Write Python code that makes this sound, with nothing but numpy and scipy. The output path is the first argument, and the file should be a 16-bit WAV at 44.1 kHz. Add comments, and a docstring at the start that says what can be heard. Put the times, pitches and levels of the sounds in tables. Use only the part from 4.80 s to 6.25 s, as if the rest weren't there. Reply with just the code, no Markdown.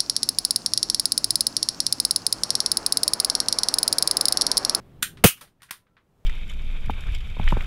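"""A steel hand staple gun is squeezed and fired once inside a van, close to the microphone.
The lever clicks and rings as it loads; the striker snaps home with clatter, steel ring and a low thump.
Soft clicks, a tap, scrapes and a squeak follow as it is let go, over faint rumble, hum and hiss.
Contacts are shaped noise with a short cabin tail; rings are decaying sines; the thump is a falling sine."""
import sys
import numpy as np
from scipy import signal
from scipy.fft import rfft, irfft
from scipy.io import wavfile
from scipy.ndimage import uniform_filter1d

SR = 44100
rng = np.random.default_rng(int(sys.argv[2]) if len(sys.argv) > 2 else 0)


def transcribe(signal):
    """Save signal, clipped to [-1, 1], as a 16-bit WAV file at the path in sys.argv[1]."""
    frames = np.atleast_2d(signal).T
    limited = np.clip(frames, -1, 1)
    pcm = np.round(limited * 32767).astype(np.int16)
    wavfile.write(sys.argv[1], SR, pcm)


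N = 63945  # samples
TOP_HZ = 15750  # upper limit of coloured noise and microphone


def undb(db):
    """Decibels to amplitude gain."""
    return 10 ** (np.asarray(db) / 20)


def since(start_s):
    """Seconds since start_s, zero before it."""
    return np.maximum(np.arange(N) / SR - start_s, 0)


def freqs():
    """Frequency of each spectral bin in Hz, at least 1."""
    return np.maximum(np.arange(N // 2 + 1) * SR / N, 1)


def noise(colour):
    """Unit-level noise with a spectrum drawn through (Hz, dB) points, cut at TOP_HZ."""
    hz, db = np.array(colour, float).T
    gain = undb(np.interp(np.log(freqs()), np.log(hz), db)) * (freqs() < TOP_HZ)
    x = irfft(rfft(rng.standard_normal(N)) * gain, N)
    return x / x.std()


def below(x, corner_hz):
    """The part of x under a crossover frequency."""
    return irfft(rfft(x) / (1 + (freqs() / corner_hz) ** 4), N)


def envelope(start_s, rise_s, t60_s, hold_s=0):
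    """Linear rise times a fall by 60 dB per t60_s; the fall waits hold_s from the start."""
    t = since(start_s)
    rise = np.minimum(t / max(rise_s, 1 / SR), 1)
    fall = np.exp(-np.log(1000) * np.maximum(t - hold_s, 0) / t60_s)
    return rise * fall


def swell(start_s, length_s):
    """A rounded rise and fall."""
    progress = np.minimum(since(start_s) / length_s, 1)
    return np.sqrt(np.maximum(np.sin(np.pi * progress), 0))


def waver():
    """Slowly varying random amplitude and phase, as a complex signal of unit level."""
    blur_hz = 40
    z = below(rng.standard_normal(N), blur_hz) + 1j * below(rng.standard_normal(N), blur_hz)
    return z / z.std()


def ring(start_s, modes, blur_share=0):
    """Decaying partials of a struck body; a share of each one's power is blurred by reflections."""
    t = since(start_s)
    total = np.zeros(N)
    for pitch_hz, level_db, t60_s in modes:
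        partial = np.exp(2j * np.pi * (pitch_hz * t + rng.random()))
        blurred = partial * (np.sqrt(1 - blur_share) + np.sqrt(blur_share) * waver())
        total += undb(level_db) * envelope(start_s, 1 / SR, t60_s) * np.imag(blurred)
    return total


BLUR_SHARE = 0.4  # of steel rings


def smooth_power(spectrum):
    """Power spectrum averaged over 600 Hz."""
    return np.abs(uniform_filter1d(np.abs(spectrum) ** 2, int(600 * N / SR))) + 1e-9


def burst(x, shape):
    """A very short burst of the noise x that keeps the broad colour of x."""
    short = rfft(x * shape)
    wanted = smooth_power(rfft(x)) * np.mean(shape ** 2)
    return irfft(short * np.sqrt(wanted / smooth_power(short)), N)


BASS_HZ = 700  # crossover between bass and upper part
CRACK_T60_S, CABIN_T60_S, CABIN_BASS_T60_S = 0.014, 0.17, 0.14


def contact_bands(colour, bass_db, corner_hz):
    """Fresh noise of a contact's colour, dulled above corner_hz, as bass and upper part."""
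    x = below(noise(colour), corner_hz)
    bass = below(x, BASS_HZ)
    return undb(bass_db) * bass, x - bass


def click(colour, start_s, level_db, bass_db, corner_hz, crack_db, rise_s):
    """A short metal contact, then its dense reflections in the cabin as two decaying noise bands."""
    shape = envelope(start_s, rise_s, CRACK_T60_S, hold_s=rise_s)
    crack = undb(crack_db) * burst(sum(contact_bands(colour, bass_db, corner_hz)), shape)
    bass, upper = contact_bands(colour, bass_db, corner_hz)
    tail = upper * envelope(start_s, rise_s, CABIN_T60_S)
    bass_tail = bass * envelope(start_s, rise_s, CABIN_BASS_T60_S)
    return undb(level_db) * (crack + tail + bass_tail)


# Rumble spectrum: pitch_hz, density_db
RUMBLE_SPECTRUM = [(25, -6.5), (70, -7), (145, -1.5), (230, -11), (330, -16.5), (530, -23.5), (900, -28),
                   (1400, -33.5), (3500, -40.5), (6000, -50), (16000, -50.5)]
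# Rumble level over time: time_s, level_db
RUMBLE_CURVE = [(0, -48.5), (.2, -49), (0.419, -48.5), (0.519, -60), (.75, -65.5), (1.1, -70), (1.45, -63)]
HUM_HZ, HUM_PEAK_RMS_DB = 396.5, -65.5


def rumble_and_hum():
    """Low noise and a thin sine share one curve: down around the shot, up a little at the end."""
    level = undb(np.interp(since(0), *np.array(RUMBLE_CURVE).T))
    sine = np.sqrt(2) * np.sin(2 * np.pi * HUM_HZ * since(0))
    hum = undb(HUM_PEAK_RMS_DB) * level / level.max() * sine
    return noise(RUMBLE_SPECTRUM) * level + hum


# Hiss spectrum: pitch_hz, density_db
HISS_SPECTRUM = [(100, -5), (450, 3.5), (1000, -3), (2000, -12.5), (4000, -19.5), (16000, -24.5)]
# Hiss level over time: time_s, level_db
HISS_CURVE = [(1.2, -75.5), (1.4, -68.5)]


def hiss():
    """Faint steady noise that grows near the end."""
    return noise(HISS_SPECTRUM) * undb(np.interp(since(0), *np.array(HISS_CURVE).T))


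# Lever contact spectrum: pitch_hz, density_db
LEVER_SPECTRUM = [(60, -5.5), (200, -2.5), (450, -20.5), (850, -23), (1150, -9.5), (1500, 4.5),
                  (2200, -6.5), (3400, 0.5), (4100, -2.5), (4800, -11), (6300, -6.5), (7900, -10.5),
                  (8900, -1), (10400, -8), (12000, -4.5), (16000, -11)]
# Lever partials: pitch_hz, relative_level_db, t60_s
LEVER_PARTIALS = [(1557, 0, .1), (1858, -4, .14), (2448, -3, .12), (3068, -6, .17), (3445, -2, .14),
                  (7348, 1, .125), (8549, -5, .15), (8777, -3, .14), (8900, -5, .16), (9340, -4, .15),
                  (11790, -3, .13), (12310, -6, .14)]
LOAD_S, LOAD_DB, LEVER_RING_REL_DB = 0.2244, -23.5, -6.5


def lever():
    """The lever clicks and rings as it takes the spring's load."""
    contact = click(LEVER_SPECTRUM, LOAD_S, LOAD_DB,
                    bass_db=-3, corner_hz=22000, crack_db=10, rise_s=0.005)
    steel = ring(LOAD_S, LEVER_PARTIALS, BLUR_SHARE)
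    return contact + undb(LOAD_DB + LEVER_RING_REL_DB) * steel


# Soft contacts: start_s, level_db (before treble loss), bass_db, treble_corner_hz,
# crack_over_cabin_tail_db, rise_s
SOFT_CLICKS = [(0.3713, -47.5, -7.5, 6630, 6, 0.0013), (0.6092, -41, -4.5, 22000, -32, 0.0028),
               (0.674, -62, 5, 8000, 2, 0.002), (0.8196, -53.5, 1, 12460, 12, 0.0007),
               (0.8298, -48, -4, 13500, 7, 0.0016), (0.9086, -35, -3, 20200, 13, 0.0015),
               (1.068, -64.5, -1, 3600, 7, 0.0007), (1.1668, -52.5, 5.5, 3710, 3, 0.0015)]
# Soft contact spectrum: pitch_hz, density_db
CLICK_SPECTRUM = [(100, -6), (650, -17), (1080, 0.5), (1500, 1.5), (2300, -2), (2850, -5), (3400, -2.5),
                  (5000, -6), (6400, -10.5), (7900, -12.5), (8700, -3), (11000, -5.5), (13500, -8),
                  (16000, -10.5)]


def mechanism_clicks():
    """Parts of the mechanism touch softly before and after the shot."""
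    return sum(click(CLICK_SPECTRUM, *row) for row in SOFT_CLICKS)


# Striker spectrum: pitch_hz, density_db
STRIKER_SPECTRUM = [(100, -9), (500, -5.5), (1000, 0.5), (2000, 1), (3000, -1.5), (4500, -6), (7500, -10.5),
                    (12000, -8), (16000, -8.5)]
RELEASE_S, IMPACT_S, REBOUND_S = 0.4391, 0.4407, 0.4608
RELEASE_DB, IMPACT_DB, REBOUND_DB = -13.5, -3.5, -20.5


def striker():
    """The striker slips off its catch, lands and rebounds: three sharp noise cracks."""
    cracks = [(RELEASE_S, RELEASE_DB), (IMPACT_S, IMPACT_DB), (REBOUND_S, REBOUND_DB)]
    return sum(undb(level_db) * noise(STRIKER_SPECTRUM) * envelope(start_s, 0.00017, t60_s=0.048)
               for start_s, level_db in cracks)


# Clatter spectrum: pitch_hz, density_db
CLATTER_SPECTRUM = [(100, -10), (200, -14.5), (350, -20), (700, -20.5), (1150, -9.5), (1700, -8),
                    (2300, -4.5), (2900, 1), (3700, -8.5), (5200, -9), (6400, -5.5), (7800, -10),
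                    (9200, -0.5), (10300, -6), (12000, -2.5), (15500, -7.5)]
CLATTER_DB, CLATTER_HOLD_S = -16.5, 0.034
CLATTER_T60_S, CLATTER_BASS_T60_S = 0.14, 0.11


def clatter():
    """Impact clatter fills the cabin; its bass rises slower and dies faster."""
    x = noise(CLATTER_SPECTRUM)
    bass = below(x, BASS_HZ)
    upper = (x - bass) * envelope(IMPACT_S, 0.00067, CLATTER_T60_S, CLATTER_HOLD_S)
    low = bass * envelope(IMPACT_S, 0.009, CLATTER_BASS_T60_S, CLATTER_HOLD_S)
    return undb(CLATTER_DB) * (upper + low)


SPRING_HZ, SPRING_HALF_WIDTH_HZ = 2850, 650  # -6 dB half-width
SPRING_DB, SPRING_T60_S = -31, 0.26


def spring():
    """The spring's coils ring as a decaying band of noise."""
    band = 1 / (1 + ((freqs() - SPRING_HZ) / SPRING_HALF_WIDTH_HZ) ** 4)
    coils = irfft(rfft(rng.standard_normal(N)) * band, N)
    return undb(SPRING_DB) * coils / coils.std() * envelope(IMPACT_S, 0.0037, SPRING_T60_S)


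# Steel housing partials: pitch_hz, relative_level_db, t60_s
HOUSING_PARTIALS = [(950, -1, .09), (1275, -2, .18), (1385, -3, .13), (1586, -2, .13), (2298, -1, .15),
                    (2533, 4, .18), (2727, 0, .17), (2865, 3, .18), (3019, -1, .2), (4490, -4, .17),
                    (6294, -5, .15), (9163, 3, .14), (11149, -4, .15), (11790, -3, .15)]
HOUSING_DB = -24.5


def housing():
    """The steel housing rings from the impact as blurred decaying partials."""
    return undb(HOUSING_DB) * ring(IMPACT_S, HOUSING_PARTIALS, BLUR_SHARE)


# Dull knock partials, cut short with the thump: pitch_hz, level_db, t60_s (before the cut)
KNOCK_PARTIALS = [(55.6, -18, 0.22), (341, -17.5, .12), (416, -17, 0.22), (490, -7.5, .07),
                  (609.4, -8, 0.041), (699.6, -8, 0.02)]
# Thud spectrum: pitch_hz, density_db
THUD_SPECTRUM = [(25, 5.5), (60, 0), (130, -7), (300, -10), (500, -3), (750, -8.5), (1100, -2.5),
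                 (2500, -42)]
THUMP_S, THUMP_LENGTH_S, THUMP_DB = 0.4446, 0.021, -3
THUMP_START_HZ, THUMP_DROP_HZ = 218.5, 178
THUD_DB, THUD_T60_S = -11.5, 0.018


def low_thump():
    """A low puff of air thumps the microphone: a sine sags and stops, with a knock and a noise thud."""
    t = since(THUMP_S)
    progress = np.minimum(t / THUMP_LENGTH_S, 1)
    stop = 1 - progress ** 6
    pitch_hz = (THUMP_START_HZ - THUMP_DROP_HZ * progress ** 2) * (t > 0)
    phase = 2 * np.pi * np.cumsum(pitch_hz) / SR
    thump = undb(THUMP_DB) * envelope(THUMP_S, 0.00086, t60_s=0.21) * np.sin(phase)
    knock = ring(THUMP_S, KNOCK_PARTIALS) * np.minimum(t / 0.00025, 1)
    thud = undb(THUD_DB) * noise(THUD_SPECTRUM) * envelope(THUMP_S, 0.0011, THUD_T60_S, hold_s=0.0059)
    return stop * (thump + knock) + thud


def settling():
    """Loose parts settle after the shot: one soft decaying noise."""
    return undb(-50) * noise(CLICK_SPECTRUM) * envelope(0.566, rise_s=0.012, t60_s=0.22)


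# Handle tap spectrum: pitch_hz, density_db
HANDLE_SPECTRUM = [(100, -8), (350, -3), (550, 1), (850, 1), (1300, -14), (4000, -45)]


def handle_tap():
    """The handle taps dully at the end of its travel: low, soft-edged noise."""
    return undb(-49) * noise(HANDLE_SPECTRUM) * envelope(0.611, rise_s=0.01, t60_s=0.17)


# Lever rubs: start_s, length_s, level_db
PIVOT_RUBS = [(0.796, 0.027, -71.5), (0.885, 0.018, -55)]
# Rub spectrum: pitch_hz, density_db
RUB_SPECTRUM = [(500, -25), (1100, -7), (1800, 7.5), (2500, -2), (3500, -12), (6000, -20), (16000, -30)]
SQUEAK_S, SQUEAK_LENGTH_S, SQUEAK_HZ, SQUEAK_DB = 1.085, 0.085, 1345, -73


def pivot():
    """The returning lever rubs (noise), then squeaks (sine), both with a grainy random level."""
    grain = np.abs(waver())
    rub_level = sum(undb(level_db) * swell(start_s, length_s) for start_s, length_s, level_db in PIVOT_RUBS)
    scrapes = noise(RUB_SPECTRUM) * grain * rub_level
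    squeak_level = undb(SQUEAK_DB) * swell(SQUEAK_S, SQUEAK_LENGTH_S) * np.sqrt(grain)
    squeak = squeak_level * np.sin(2 * np.pi * SQUEAK_HZ * since(SQUEAK_S))
    return scrapes + squeak


# Lasting ring partials: pitch_hz, level_db, t60_s
RETURN_PARTIALS = [(1000, -75, 1.4), (1350, -73, 0.69)]


def return_ring():
    """A faint lasting ring of two partials after the lever returns."""
    return ring(0.909, RETURN_PARTIALS)


def scene():
    """The staple gun in the van."""
    load = lever()
    shot = striker() + clatter() + spring() + housing() + low_thump()
    mechanism = settling() + handle_tap() + mechanism_clicks() + return_ring()
    background = rumble_and_hum() + hiss()
    return (load + shot + mechanism + background + pivot())[None]


def record(dry):
    """The microphone overloads smoothly towards full scale and cuts the top."""
    clipped = dry / (1 + dry ** 6) ** (1 / 6)
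    top_cut = signal.ellip(10, 0.2, 70, TOP_HZ, fs=SR, output="sos")
    return signal.sosfilt(top_cut, clipped)


dry = scene()
out = record(dry)
transcribe(out)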